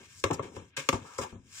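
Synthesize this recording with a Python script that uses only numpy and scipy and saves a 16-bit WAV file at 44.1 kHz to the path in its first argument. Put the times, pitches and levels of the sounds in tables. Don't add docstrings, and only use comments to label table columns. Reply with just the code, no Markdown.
import sys
import numpy as np
from scipy import signal
from scipy.fft import rfft, irfft, next_fast_len
from scipy.io import wavfile
from scipy.ndimage import uniform_filter1d

SR = 44100
rng = np.random.default_rng(int(sys.argv[2]) if len(sys.argv) > 2 else 0)


def wav_record(signal):
    frames = np.transpose(np.atleast_2d(signal))
    bounded = np.clip(frames, -1, 1)
    quanta = np.round(bounded * 32767).astype(np.int16)
    wavfile.write(sys.argv[1], SR, quanta)


def field_ratio(decibels):
    return 10 ** (np.asarray(decibels, dtype=float) / 20)


N = 70560

# frequency in Hz, t60 in seconds, level in dB when knocked, level in dB when thudded.
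POT_MODES = [(103, 0.087, -7.5, -9), (144, 0.11, -9, -10.5), (211.5, 0.024, -8.5, 1),
             (265.2, 0.064, -6, -1.5), (392.8, 0.033, 0.5, 1.5), (543, 0.046, 1, -2),
             (651, 0.033, -7.5, -4), (859, 0.023, -1.5, 8), (993, 0.023, 2.5, 6.5), (1160, 0.039, 2, 4.5),
             (1340, 0.023, -0.5, 8), (1738, 0.058, -15, -2), (2065, 0.02, 0.5, -14),
             (3040, 0.029, -21, -11)]
KNOCKED_DB, THUDDED_DB = np.array(POT_MODES).T[2:]


def unit(x):
    return x / np.sqrt(np.mean(x ** 2))


def fade(t, t60):
    return (t >= 0) * field_ratio(-60 * np.maximum(t, 0) / t60)


def butter(x, order, hz, kind="low"):
    return signal.sosfilt(signal.butter(order, hz, kind, fs=SR, output="sos"), x)


def shape(x, points, lag=0):
    n = next_fast_len(len(x) + 4096)
    f = np.arange(n // 2 + 1) * SR / n + 1
    hz, db = np.array(points).T
    gain = field_ratio(np.interp(np.log(f), np.log(hz + 1), db))
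    delay = np.exp(-2j * np.pi * f * lag / SR)
    return irfft(rfft(x, n) * gain * delay, n)[:len(x)]


def walk(rate):
    k = int(SR / rate)
    return unit(uniform_filter1d(uniform_filter1d(rng.standard_normal(N), k), k))


def hum():
    # frequency in Hz, level in dB per Hz.
    hum_colour = [(25, -11), (90, 11.5), (200, -7.5), (400, -9), (2000, -37), (7000, -51), (14000, -54)]
    level_db = -66
    first, second = [field_ratio(level_db) * unit(shape(rng.standard_normal(N), hum_colour)) for _ in range(2)]
    return first, 0.75 * first + 0.23 * second


def grit():
    grains_per_s, spread_db = 12000, 1.2
    hit = rng.random(N) < grains_per_s / SR
    size = field_ratio(spread_db * rng.exponential(size=N))
    return unit(hit * rng.standard_normal(N) * size)


def pot_wall(force, gains_db):
    out = 0
    for k, ((hz, t60, *_), db) in enumerate(zip(POT_MODES, gains_db)):
        pole = np.exp(2j * np.pi * hz / SR - np.log(1000) / (t60 * SR))
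        ring = signal.lfilter([1], [1, -pole], force).imag
        out = out + (-1) ** k * field_ratio(db) * ring
    return out


def dough_drag():
    # time in seconds, load in dB, contact in ms.
    drag = [(0, -50, 1.37), (0.052, -62.5, 0.39), (0.121, -67.5, 5.5), (0.221, -67.5, 2.5),
            (0.402, -45.5, 1), (0.532, -52.5, 0.95), (0.619, -50.5, 1.14), (.7, -72, 1.7), (.76, -76, 1.9),
            (.86, -66.5, 0.34), (1.0, -53, 2.3), (1.068, -47.5, 0.32), (1.13, -56.5, 0.28),
            (1.161, -62.5, 0.16), (1.243, -35.5, 0.44), (1.288, -60, 0.54), (1.431, -62.5, 2.64),
            (1.6, -65.5, 4.7)]
    seconds, load_db, contact_ms = np.array(drag, float).T
    t = np.arange(N) / SR
    ring = pot_wall(grit() * field_ratio(1.5 * walk(30)), THUDDED_DB)
    steps_ms = np.array([.25, .5, 1, 2, 4])
    versions = [unit(butter(ring, 3, 500 / ms)) for ms in steps_ms]
    versions[0] = unit(butter(versions[0], 2, 600, "high"))
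    contact = np.clip(np.interp(t, seconds, contact_ms), .25, 4)
    place = np.interp(np.log(contact), np.log(steps_ms), np.arange(5))
    mix = sum(np.sqrt(np.clip(1 - abs(place - k), 0, 1)) * v for k, v in enumerate(versions))
    return mix * field_ratio(np.interp(t, seconds, load_db))


def resonances(x, table):
    out = 0
    for k, (hz, width, db) in enumerate(table):
        b, a = signal.iirpeak(hz, hz / width, fs=SR)
        twice = signal.lfilter(b, a, signal.lfilter(b, a, x))
        out = out + (-1) ** k * field_ratio(db) * twice
    return out


def spoon_edge(x, bright_db):
    # frequency in Hz, width in Hz, level in dB.
    low_modes = [(1375, 1500, -2.5), (1944, 895, 4), (2272, 470, 5.5), (2870, 1480, 0.5)]
    # frequency in Hz, width in Hz, level in dB.
    high_modes = [(4580, 2630, -11.5), (5290, 1380, -3.5), (6943, 2270, -4), (8020, 2660, -8.5),
                  (10600, 3700, -19.5), (14950, 2900, -26)]
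    return 4 * (resonances(x, low_modes) + field_ratio(bright_db) * resonances(x, high_modes))


def sliding():
    # time in seconds, pressure in dB, brightness in dB.
    slide = [(0, -66, 0.5), (.14, -69, 7.5), (0.202, -71.5, 19), (0.229, -74, 12.5), (0.448, -61, -12),
             (.515, -76, 9.5), (0.564, -60, 3.5), (0.601, -65.5, -0.5), (0.699, -79.5, 5.5),
             (0.754, -72, -53), (.86, -65.5, 8), (0.998, -65, -2.5), (1.07, -66, 6.5), (1.17, -66.5, 6),
             (1.3, -66, 0.5), (1.431, -83.5, 5.5), (1.558, -60.5, 11.5), (1.6, -61.5, 12)]
    seconds, pressure_db, bright_db = np.array(slide, float).T
    flicker_db = 1.5
    t = np.arange(N) / SR
    noise = grit() * field_ratio(flicker_db * walk(40))
    rubbed = spoon_edge(noise, np.interp(t, seconds, bright_db))
    return field_ratio(np.interp(t, seconds, pressure_db)) * rubbed


def strikes(table, modes_db):
    strike_spread_db, rattle_db, clink_t60_s = 1.5, -8, 0.016
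    out = np.zeros(N)
    t = np.arange(SR // 4) / SR
    spots = rng.standard_normal((len(table), len(POT_MODES)))
    noise = grit()
    for (start, db, ms, t60, clink_db), spot in zip(table, spots):
        i = int(start * SR)
        rough = np.resize(noise[i:], len(t))
        phase = t / ms * 1000
        push = phase * np.exp(-phase * 2)
        force = (t == 0) + field_ratio(rattle_db - 18) * rough * fade(t, t60)
        force = signal.fftconvolve(force, push / push.sum())[:len(t)]
        body = pot_wall(force, modes_db + strike_spread_db * spot) * 0.45
        clink = spoon_edge(rough * (fade(t, clink_t60_s) + 0.093 * fade(t, t60 * 2)), 0)
        out[i:i + len(t)] += (field_ratio(db) * (body + field_ratio(clink_db) * clink))[:N - i]
    return out


def wall_knocks():
    # start in seconds, level in dB, contact in ms, rattle t60 in seconds, clink in dB.
    bare_knocks = [
        (.2388, -18, 0.19, 0.12, -8.5),
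        (.3930, -22, 0.24, 0.069, -30),
        (0.774, -29.5, 0.4, 0.21, -34),
        (.8882, -15, 0.17, 0.048, -6),
        (1.1856, -21, 0.21, 0.11, -28),
    ]
    return strikes(bare_knocks, KNOCKED_DB)


def dough_thuds():
    # start in seconds, level in dB, contact in ms, rattle t60 in seconds, clink in dB.
    soft_thuds = [(.3030, -17.5, 0.65, 0.15, -57), (.3090, -19, 0.62, .12, -18.5),
                  (.336, -32.5, 0.66, 0.034, -42), (.5640, -30.5, 0.53, 0.18, -21),
                  (.9270, -21, 0.46, 0.083, -19.5), (.9325, -20, 0.54, 0.16, -48),
                  (.951, -39.5, 0.33, 0.2, -12), (.965, -48, 1.2, 0.046, -25), (1.21, -24, 1, 0.066, -50),
                  (1.3250, -24.5, 1.7, .25, -45), (1.355, -34.5, 1.37, 0.1, -36)]
    return strikes(soft_thuds, THUDDED_DB)


def scrapes():
    # start in seconds, hold in seconds, release t60 in seconds, level in dB, brightness in dB.
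    scrape_events = [
        (0.3283, .0155, 0.044, -53, 11.5),
        (0.423, 0.011, 0.27, -60.5, 3.5),
        (0.7642, 0.0049, 0.23, -40, 1.5),
        (0.926, 0.017, 0.13, -51.5, 5.5),
        (1.1792, 0.0061, 0.11, -54, 13.5),
        (1.21, 0.026, 0.095, -51, 6),
    ]
    attack_s = .003
    t = np.arange(N) / SR
    out = np.zeros(N)
    for start, hold, t60, db, bright_db in scrape_events:
        release = np.where(t < start + hold, 1, fade(t - start - hold, t60))
        env = np.clip((t - start) / attack_s, 0, 1) * release
        out = out + field_ratio(db) * spoon_edge(env * grit(), bright_db)
    return out


def kitchen(x):
    early_t60_s, late_t60_s, late_db = 0.015, 0.21, -19.5
    t = np.arange(SR // 4) / SR
    decay = fade(t - .0006, early_t60_s) + field_ratio(late_db) * fade(t - .003, late_t60_s)
    tail = rng.standard_normal((2, len(t))) * decay
    tail = np.array([[1, .4], [-1, .4]]) @ tail
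    tail = tail / np.sqrt((tail ** 2).sum(1, keepdims=True))
    return signal.fftconvolve(x[None], butter(tail, 2, 550, "high"))[:, :N]


def scene():
    # frequency in Hz, left minus right port in dB.
    port_difference = [(40, 23), (125, -1.5), (300, 7.5), (700, 5), (2000, 4), (4500, 3.5), (8000, 3.5),
                       (13000, -1)]
    lag_samples, room_db = 5.25, -1.5
    pot = dough_drag() + sliding() + wall_knocks() + dough_thuds() + scrapes()
    wet = field_ratio(room_db) * kitchen(pot)
    hum_left, hum_right = hum()
    half = np.array(port_difference, float) * [1, .5]
    left = shape(pot + wet[0], half) + hum_left
    right = shape(pot + wet[1], half * [1, -1], lag_samples) + hum_right
    return np.array([left, right])


def treble_gate(x):
    # frequency in Hz, limit in dB relative to the loudest band of the moment.
    gate_limits = [(2500, -60), (4100, -27), (4900, -32), (6500, -55), (8600, -50), (9400, -31),
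                   (11500, -38), (15500, -50)]
    depth_db, scatter_db = -28, 8
    width = 16
    f, _, z = signal.stft(x, SR, nperseg=1536, noverlap=1024)
    power = np.add.reduceat((abs(z) ** 2).sum(0), np.arange(0, len(f), width)) + 1e-18
    under_db = 10 * np.log10(power / power.max(0))
    hz, db = np.array(gate_limits, float).T
    limit_db = np.interp(f[::width], hz, db, left=-200)[:, None]
    chance = uniform_filter1d(rng.standard_normal(power.shape), size=3, axis=1) * np.sqrt(3)
    shut = under_db + scatter_db * chance < limit_db
    gain = field_ratio(depth_db * shut)[np.arange(len(f)) // width]
    return signal.istft(z * gain, SR, nperseg=1536, noverlap=1024)[1][:, :N]


def top_cut(x):
    return signal.sosfilt(signal.butter(12, 16120, fs=SR, output="sos"), x)


def record(dry):
    low_hz, top_hz = 69.4, 15700
    x = butter(dry, 3, low_hz, "high")
    x = signal.sosfilt(signal.ellip(8, .2, 50, top_hz, fs=SR, output="sos"), x)
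    return top_cut(treble_gate(x))


dry = scene()
out = record(dry)
wav_record(out)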